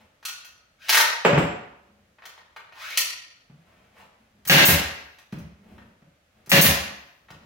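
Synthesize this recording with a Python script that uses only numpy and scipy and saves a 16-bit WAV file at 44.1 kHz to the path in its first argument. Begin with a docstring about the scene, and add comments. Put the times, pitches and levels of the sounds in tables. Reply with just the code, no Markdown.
"""A hard-walled garage: a pneumatic nailer is reloaded and fired twice into a plywood box.
The magazine clatters open, a strip of nails drops on the box, cloth rustles and the follower scrapes home.
Each shot is a valve puff, the driver's blow, a recoil thud through the box and a jet of exhaust air.
A limiter holds the blast and its echo at one level; a faint room rumble lies underneath."""
import sys
import numpy as np
from scipy import signal
from scipy.fft import rfft, irfft, next_fast_len
from scipy.io import wavfile
from scipy.ndimage import uniform_filter1d

SR = 44100
rng = np.random.default_rng(int(sys.argv[2]) if len(sys.argv) > 2 else 0)


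def pcm_store(signal):
    """Save signal as 16-bit PCM."""
    levels = np.round(np.clip(np.atleast_2d(signal), -1, 1) * 32767)
    wavfile.write(sys.argv[1], SR, levels.astype(np.int16).T)


N = 328545
TIME = np.arange(N) / SR
RING_TIME = TIME[:2 ** 15]

# the two shots: (safety tip pressed [s], valve opens [s], driver strikes [s], exhaust starts [s],
# tip level [dB], valve level [dB], blow level [dB], exhaust level [dB])
SHOTS = [(4.451, 4.473, 4.497, 4.651, -44, -21.5, 1, -2), (6.46, 6.494, 6.517, 6.610, -55, -23, -4.5, -1.5)]
# bright spectrum of air jets and tinkling nails: (frequency [Hz], level [dB])
HISS = [(300, -29.5), (1000, -11.5), (2500, -10), (6500, -7.5), (8000, -10.5), (10000, -7), (12500, -2.5),
        (15500, -3)]


def from_db(db):
    """Decibels to amplitude."""
    return 10 ** (np.asarray(db) / 20)


def unit(x):
    """Scale to an energy of one."""
    return x / np.sqrt(np.sum(x ** 2, axis=-1, keepdims=True) + 1e-20)


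def at_hz(points, hz):
    """Read a table on a log-frequency axis."""
    f, value = np.transpose(points)
    return np.interp(np.log(np.maximum(hz, 1)), np.log(f), value)


def colour(x, spectrum):
    """Minimum-phase EQ through (frequency [Hz], gain [dB]) points."""
    size = next_fast_len(x.shape[-1] // 2 + 2048, True) * 2
    gain = from_db(at_hz(spectrum, np.fft.rfftfreq(size, 1 / SR)))
    cepstrum = irfft(np.log(gain))
    cepstrum[1:size // 2] *= 2
    cepstrum[size // 2 + 1:] = 0
    return irfft(rfft(x, size) * np.exp(rfft(cepstrum)))[..., :x.shape[-1]]


def noise(spectrum):
    """Coloured noise of rms one."""
    return unit(colour(rng.standard_normal(N), spectrum)) * np.sqrt(N)


def grain(rough_db, per_s):
    """A gain that flutters at random."""
    knots = np.arange(0, 8, 1 / per_s)
    return from_db(rough_db * np.interp(TIME, knots, rng.standard_normal(len(knots))))


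def diffuse(size):
    """Stereo noise from all sides: near mono in the bass, wide above it."""
    # (frequency [Hz], left-right correlation [-1..1])
    likeness = [(60, 0.97), (190, 0.96), (300, .87), (640, 0.24), (1400, -.05), (3100, .08), (7000, -0.02),
                (15000, 0.49)]
    mid, side = np.exp(2j * np.pi * rng.random((2, size // 2 + 1)))
    alike = at_hz(likeness, np.fft.rfftfreq(size, 1 / SR))
    return unit(irfft(np.sqrt(1 + alike) * mid + np.sqrt(1 - alike) * side * [[1], [-1]], size))


def add(out, s, sound, level_db):
    """Place a hit; its level is its energy spread over a twentieth of a second."""
    start = int(s * SR)
    out[start:start + len(sound)] += (from_db(level_db) * np.sqrt(SR / 20) * unit(sound))[:N - start]


def ringing(modes, detune=0.006):
    """Decaying sines; grip and contact point shift their pitch and strength a little each time."""
    hz, db, t60 = np.transpose(modes)[:, :, None]
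    hz = hz * (1 + detune * rng.standard_normal(hz.shape))
    strength = from_db(db + rng.normal(0, 1.5, db.shape)) * rng.choice([-1, 1], db.shape)
    decay = np.exp(-np.log(1000) * RING_TIME / t60)
    return unit(np.sum(strength * decay * np.sin(2 * np.pi * hz * RING_TIME), axis=0))


def strike(spectrum, modes, ring_db, chatter_s):
    """A brief chatter of the parts, coloured by the body, plus its ringing modes."""
    chatter = rng.standard_normal(len(RING_TIME)) * np.exp(-RING_TIME / chatter_s)
    whitened = irfft(np.exp(1j * np.angle(rfft(chatter))))
    force = whitened * (RING_TIME < 10 * chatter_s)
    return unit(colour(force, spectrum)) + from_db(ring_db) * ringing(modes)


def room_rumble(level_db=-65):
    """Faint, steady room tone from all around."""
    # (frequency [Hz], level [dB])
    room_tone = [(18, -36), (30, -7), (75, 2.5), (410, -9.5), (575, -2.5), (1020, -14), (1230, -7.5),
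                 (2550, -11), (5310, -19), (6370, -19), (8060, -24.5), (11900, -27), (15500, -31)]
    return from_db(level_db) * np.sqrt(N) * unit(colour(diffuse(N), room_tone))


def soft_rustles():
    """A brief, soft hiss fades at the very start; later, cloth rustles and low shuffles swell and fade."""
    # (middle [s], half length [s], rustle [dB], low shuffle [dB])
    cues = [(0.0, 0.041, -53.5, -61), (1.935, 0.17, -76, -64), (3.76, 0.18, -61, -63),
            (3.997, .045, -49, -68.5), (4.217, 0.036, -65, -61.5), (4.392, 0.073, -72.5, -61.5),
            (5.736, .14, -60, -50.5), (6.39, .05, -63.5, -60.5), (7.42, 0.15, -66, -59.5)]
    # papery mids and soft lows: (frequency [Hz], level [dB])
    rustle_spectrum = [(150, -11.5), (380, -8.5), (580, 3.5), (1000, -1), (2500, -4.5), (4500, -16.5),
                       (8000, -24.5), (15000, -28)]
    shuffle_spectrum = [(40, -17.5), (75, -1), (120, -9.5), (190, -0.5), (300, -12.5), (600, -16),
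                        (2000, -48)]
    middle_s, half_s, rustle_db, shuffle_db = np.transpose(cues)
    swells = np.exp(-((TIME - middle_s[:, None]) / half_s[:, None]) ** 2)
    rustle = from_db(rustle_db) @ swells * noise(rustle_spectrum)
    shuffle = from_db(shuffle_db) @ swells * noise(shuffle_spectrum)
    return (rustle + shuffle) * grain(rough_db=1.5, per_s=120)


def gun_contact(hollow_db, body_db, edge_db, attack_s=0.0018):
    """One clack with a slightly softened attack: blunt ones sound hollow, steel on steel has an edge."""
    # the gun's body: (frequency [Hz], level [dB])
    spectrum = [(100, -43.5), (250, -24), (500, -7.5), (900, -3), (1900, 3), (3200, -0.5), (4000, -1),
                (6000, -3.5), (8000, -12), (10000, -11), (15500, -12)]
    # its ring: (frequency [Hz], level [dB], t60 [s])
    modes = [(917, 5, 0.039), (1217, -6.5, .16), (1443, -3.5, 0.11), (1847, 4, 0.1), (2534, 2, 0.081),
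             (3250, -0.5, 0.038), (4100, -5, 0.075), (4880, -5, 0.046), (5270, -6.5, 0.02),
             (6020, 0.5, 0.074), (7360, -10.5, .1), (10060, -9, 0.05), (11530, -9.5, .07)]
    hit = strike(spectrum, modes, ring_db=-10, chatter_s=0.0055)
    fade_in = 1 - np.exp(-RING_TIME / attack_s)
    tone = [(110, -26), (350, hollow_db - 0.5), (900, hollow_db),   # small parts radiate no bass
            (1500, body_db), (2500, 0), (9000, edge_db)]
    return colour(hit * fade_in, tone)


def gun_taps():
    """Hand and hose bump the gun with blunt, hollow taps."""
    # (time [s], level [dB], edge [dB])
    taps = [(0.227, -51.5, -7.5), (2.184, -55, -27), (2.220, -50, -19.5), (2.236, -52, -15),
            (2.376, -51.5, -15), (2.562, -41.5, -13), (2.723, -50, -16), (5.780, -52.5, -18),
            (7.284, -52.5, -17), (7.303, -47, -8)]
    out = np.zeros(N)
    for s, db, edge_db in taps:
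        add(out, s, gun_contact(hollow_db=8.5, body_db=4, edge_db=edge_db), db)
    return out


def steel_snaps():
    """Steel parts snap against a stop and the magazine rail rings."""
    # (time [s], level [dB], edge [dB], rail ring [dB])
    snaps = [(0.251, -32.5, 7.5, -35.5), (.282, -39.5, 0, -46), (.446, -49.5, 1, -53),
             (2.254, -43, -3, -56), (2.901, -42, -2, -56.5), (2.973, -18, 5, -39), (5.185, -53, -4, -68),
             (5.323, -52.5, -1.5, -66), (5.384, -57.5, 6, -70)]
    # (frequency [Hz], level [dB], t60 [s])
    rail_modes = [(1150, -10.5, 0.1), (1280, -7.5, .3), (1400, -6, 0.2), (1462, -7, 0.32),
                  (2580, -3.5, .16), (2700, -2, 0.11), (3300, -6, .2), (4140, -5.5, 0.16), (4380, -4, 0.32),
                  (4830, -8, .16), (5870, -1.5, .14), (6230, -1.5, .14), (7160, -12, .25),
                  (10200, -12.5, .2)]
    out = np.zeros(N)
    for s, db, edge_db, rail_db in snaps:
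        thin_db = 0.9 * edge_db   # the sharper the edge, the thinner the mids
        add(out, s, gun_contact(hollow_db=-3 - thin_db, body_db=-5 - thin_db, edge_db=edge_db), db)
        rail = ringing(rail_modes, detune=0.0035)
        add(out, s, colour(rail, [(300, -30.5), (1100, 1.5)]), rail_db)
    return out


def follower_slides(width_hz=260, loosen_s=0.036, push_s=0.1, swell_db=20.5):
    """The follower scrapes along the magazine; two resonances climb as the free channel shortens."""
    # (start [s], end [s], level [dB], first resonance at start [Hz], at end [Hz])
    slides = [(0.777, .888, -40, 1397, 1900), (2.72, 2.973, -39.5, 720, 2854)]
    # gritty friction: (frequency [Hz], level [dB])
    friction = [(300, -30), (470, -19.5), (580, 0), (750, -12), (1400, -2), (2700, 3), (6000, -5.5),
                (8000, -17.5), (15500, -17)]
    scrape, out = noise(friction), np.zeros(N)
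    band = [(width_hz / 2, 0), (width_hz * 10, -60)]
    lower, upper = [noise(band) * np.sqrt(2) for _ in range(2)]
    for start_s, end_s, db, start_hz, end_hz in slides:
        hz = np.exp(np.interp(TIME, [start_s, end_s], np.log([start_hz, end_hz])))
        phase = 2 * np.pi * np.cumsum(hz) / SR
        channel = lower * np.sin(phase) + from_db(-4) * upper * np.sin(1.57 * phase)
        push_db = np.interp(TIME - start_s, [0, push_s], [-swell_db, 0])   # it gathers speed
        moving = np.clip((TIME - start_s) / loosen_s, 0, 1) * (TIME < end_s)
        howl = 0.7 * from_db(0.7 * push_db) * channel   # swells less than the grit
        out += from_db(db) * moving * (from_db(push_db) * scrape + howl)
    return out * grain(rough_db=1.5, per_s=250)


def magazine_clatter(opening_db_per_s=70, rebound_s=0.006, rebound_loss_db=4):
    """The magazine clatters open, ever hollower as the air in its channel rings more."""
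    # (time [s], level [dB])
    contacts = [(0.884, -32), (0.892, -18.5), (.924, -21.5), (.944, -18), (.970, -17.5), (1.001, -19.5)]
    out = np.zeros(N)
    for s, db in contacts:
        open_db = opening_db_per_s * (s - contacts[0][0])
        channel = ringing([(910, 0, 0.04)], detune=0.06)
        add(out, s, colour(channel, [(100, -45), (800, 0)]), db - 17 + open_db)
        for k in range(2):   # each contact rebounds once
            hit = gun_contact(hollow_db=open_db - 5, body_db=open_db - 2.5, edge_db=1.5)
            add(out, s + k * rebound_s, hit, db - k * rebound_loss_db)
    return out


def box_contact(boom_db, knock_db, ring_db):
    """Heavy, soft contacts make the box boom; light, hard ones knock."""
    # the plywood's body: (frequency [Hz], level [dB])
    spectrum = [(35, -45), (65, -10.5), (110, -12.5), (180, 4.5), (280, -1.5), (420, -2.5), (650, -1),
                (1100, -4.5), (2700, -9), (4000, -24), (6500, -29.5), (15000, -62.5)]
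    # its ring: (frequency [Hz], level [dB], t60 [s])
    modes = [(145.4, -0.5, 0.097), (165, 2.5, .1), (207, 2.5, 0.11), (290.5, -5.5, .15), (416, -3.5, .15),
             (570, 0.5, 0.31), (724, -3, 0.2), (1390, -11, 0.093), (2514, -8, .15)]
    hit = strike(spectrum, modes, ring_db, chatter_s=0.01)
    tone = [(28, -20.5), (62, boom_db), (80, boom_db), (140, 1.5), (200, -1), (450, knock_db)]
    return colour(hit, tone)


def box_knocks(colour_share=0.38, rock_shrink=0.58):
    """The box is knocked and rocks twice, with dull thuds that keep some of the blow's colour."""
    # (time [s], level [dB], boom [dB], knock [dB], first rock after [s], rock relative to blow [dB])
    knocks = [(1.249, -13, -26, 3.5, 0.081, -5.5), (3.497, -51, -7, -17.5, 0.029, -9.5),
              (5.326, -33, 11, -16, .047, -7), (6.019, -55.5, -1, -13.5, .04, -11.5),
              (7.305, -50, 7, -10, .05, -11)]
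    out = np.zeros(N)
    for s, db, boom_db, knock_db, rock_s, rock_db in knocks:
        add(out, s, box_contact(boom_db, knock_db, ring_db=-3.5), db)
        for k in range(2):   # the second rock comes sooner and 1 dB weaker
            s += rock_s * rock_shrink ** k
            thud = box_contact(13 + colour_share * boom_db, -11.5 + colour_share * knock_db, ring_db=-6)
            add(out, s, thud, db + rock_db - k)
    return out


def nail_strip():
    """The strip of nails tinkles as it lands and bounces."""
    # (time [s], level [dB])
    bounces = [(1.249, -40), (1.256, -46.5), (1.38, -42.5), (1.434, -51)]
    # the strip's ring: (frequency [Hz], level [dB], t60 [s])
    modes = [(7461, 0, .07), (7560, -2, .05), (8533, -9, .06), (10200, -19, .05)]
    out = np.zeros(N)
    for s, db in bounces:
        add(out, s, strike(HISS, modes, ring_db=8, chatter_s=0.0034), db)
    return out


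def safety_tip():
    """A bright click as the tip is pressed on before each shot."""
    out = np.zeros(N)
    for s, _, _, _, db, _, _, _ in SHOTS:
        add(out, s, gun_contact(hollow_db=-3.5, body_db=4, edge_db=8), db)
    return out


def shot_thuds():
    """The box thuds as the tip presses on, the gun recoils and lands, and the piston returns."""
    # each thud: (delay [s], level [dB], boom [dB], knock [dB])
    press = (.013, -47.5, 3.5, -10)
    recoil = (.012, -12, -5.5, -12.5)
    landing = (.046, -16, 5, 0.5)
    piston_return = (.034, -19, 14, -13)
    out = np.zeros(N)
    for tip_s, _, blow_s, exhaust_s, _, _, blow_db, _ in SHOTS:
        cues = [(tip_s, press), (blow_s, recoil), (blow_s, landing), (exhaust_s, piston_return)]
        for s, (delay_s, db, boom_db, knock_db) in cues:
            thud = box_contact(boom_db, knock_db, ring_db=-4.5)
            add(out, s + delay_s, thud, db + 0.31 * blow_db)   # a harder blow thuds louder
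    return out


def jet(start_s, rise_s, fall_s):
    """Air flow through a valve that opens and drains a chamber."""
    age = np.maximum(TIME - start_s, 0)
    return (1 - np.exp(-age / rise_s)) * np.exp(-(age / fall_s) ** 2)


def air_jets():
    """The trigger valve puffs before the blow; on release the cylinder vents, then a faint hiss lingers."""
    flow = np.zeros(N)
    for _, valve_s, _, exhaust_s, _, valve_db, _, exhaust_db in SHOTS:
        flow += from_db(valve_db) * jet(valve_s, rise_s=0.0015, fall_s=0.095)
        flow += from_db(exhaust_db) * jet(exhaust_s, rise_s=0.0015, fall_s=0.022)
        flow += from_db(-61.5) * jet(exhaust_s, rise_s=0.05, fall_s=0.42)
    return flow * noise(HISS)


def driver_blows():
    """The piston slams the nail home; gun and plywood ring together."""
    # the slam: (frequency [Hz], level [dB])
    spectrum = [(35, -40), (70, -11.5), (190, -7.5), (380, -6.5), (560, -7), (780, -1.5), (1150, -5),
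                (1800, 3), (2700, 0), (3700, -4), (6200, -9), (8000, -17.5), (15500, -12)]
    # its ring: (frequency [Hz], level [dB], t60 [s])
    modes = [(171, -3, .12), (196.8, -1, 0.05), (526, -4, 0.092), (558, -5, 0.18), (726, -5.5, .06),
             (794, -7, .08), (1405, -10.5, .06), (1636, 1, .06), (1878, 2, .06), (1965, -3.5, .05),
             (2210, -1, 0.052), (2484, 0, 0.037), (2704, 3, 0.041), (2955, 0, 0.029), (3300, -0.5, .035),
             (4270, -2, 0.03), (6300, -8.5, .04)]
    out = np.zeros(N)
    for _, _, s, _, _, _, db, _ in SHOTS:
        blow = strike(spectrum, modes, ring_db=-3, chatter_s=0.023)
        crack = colour(blow, [(500, -13), (1600, 0)])
        panel = 1 - np.exp(-RING_TIME / 0.007)   # the steel cracks first, the heavy panel follows
        add(out, s, panel * blow + (1 - panel) * crack, db)
    return out


def garage_echo(build_s=0.0014):
    """Dense reflections that build up quickly and die away band by band."""
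    # (frequency [Hz], t60 [s])
    decay_times = [(60, 0.53), (170, 0.46), (420, 0.64), (1100, 0.76), (2900, 0.67), (5000, 0.63),
                   (7700, 0.45), (15000, 0.27)]
    size = len(RING_TIME)
    field, hz = rfft(diffuse(size)), np.fft.rfftfreq(size, 1 / SR)
    centres, t60s = np.transpose(decay_times)
    echo = 0
    for share, t60 in zip(np.eye(len(centres)), t60s):
        band = irfft(field * at_hz(np.c_[centres, share], hz))
        echo += band * np.exp(-np.log(1000) * RING_TIME / t60) / np.sqrt(t60)
    echo *= grain(rough_db=2, per_s=300)[:size]   # reflections arrive in clumps
    return unit(echo * (1 - np.exp(-(RING_TIME / build_s) ** 2)))


def in_garage(x, direct_db, left_db, lag_s):
    """Direct sound plus echo; the left side is louder by left_db, its direct sound later by lag_s."""
    direct = np.array([np.interp(TIME - lag_s, TIME, x, left=0), x])
    echo = signal.oaconvolve(x[None], garage_echo(), axes=1)[:, :N]
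    return (from_db(direct_db) * direct + echo) * from_db([[left_db / 2], [-left_db / 2]])


def scene():
    """Handling near the middle, shots to the right, over a faint room rumble."""
    clacks = gun_taps() + steel_snaps() + magazine_clatter() + safety_tip()
    handling = in_garage(soft_rustles() + clacks + follower_slides(), direct_db=-5.5, left_db=1, lag_s=0)
    box = in_garage(box_knocks() + nail_strip() + shot_thuds(), direct_db=-3.5, left_db=-0.1, lag_s=7e-5)
    shots = in_garage(air_jets() + driver_blows(), direct_db=-1, left_db=0.4, lag_s=1.36e-4)
    return room_rumble() + handling + box + shots


def limit(x, ceiling_db, release_db_per_s, window_s=0.0073, ahead_s=0.0024):
    """The gain dips just before the short-term level passes the ceiling, then recovers quickly."""
    power = uniform_filter1d(np.mean(x ** 2, axis=0), int(window_s * SR))
    over_db = np.maximum(10 * np.log10(np.maximum(power, 1e-12)) - ceiling_db, 0)
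    ramp = release_db_per_s * TIME
    cut_db = np.maximum.accumulate(over_db + ramp) - ramp
    cut_db = np.maximum(cut_db, np.interp(TIME + ahead_s, TIME, cut_db))
    return x * from_db(-uniform_filter1d(cut_db, size=96))


def record(dry):
    """Limiter, rounded peaks and a steep top cut."""
    held = limit(dry, ceiling_db=-10.5, release_db_per_s=199.5)
    rounded = 1.059 * np.tanh(held / 1.174)
    top_cut = signal.ellip(12, 0.1, 100, 15900, fs=SR, output="sos")
    return signal.sosfilt(top_cut, rounded)


dry = scene()
out = record(dry)
pcm_store(out)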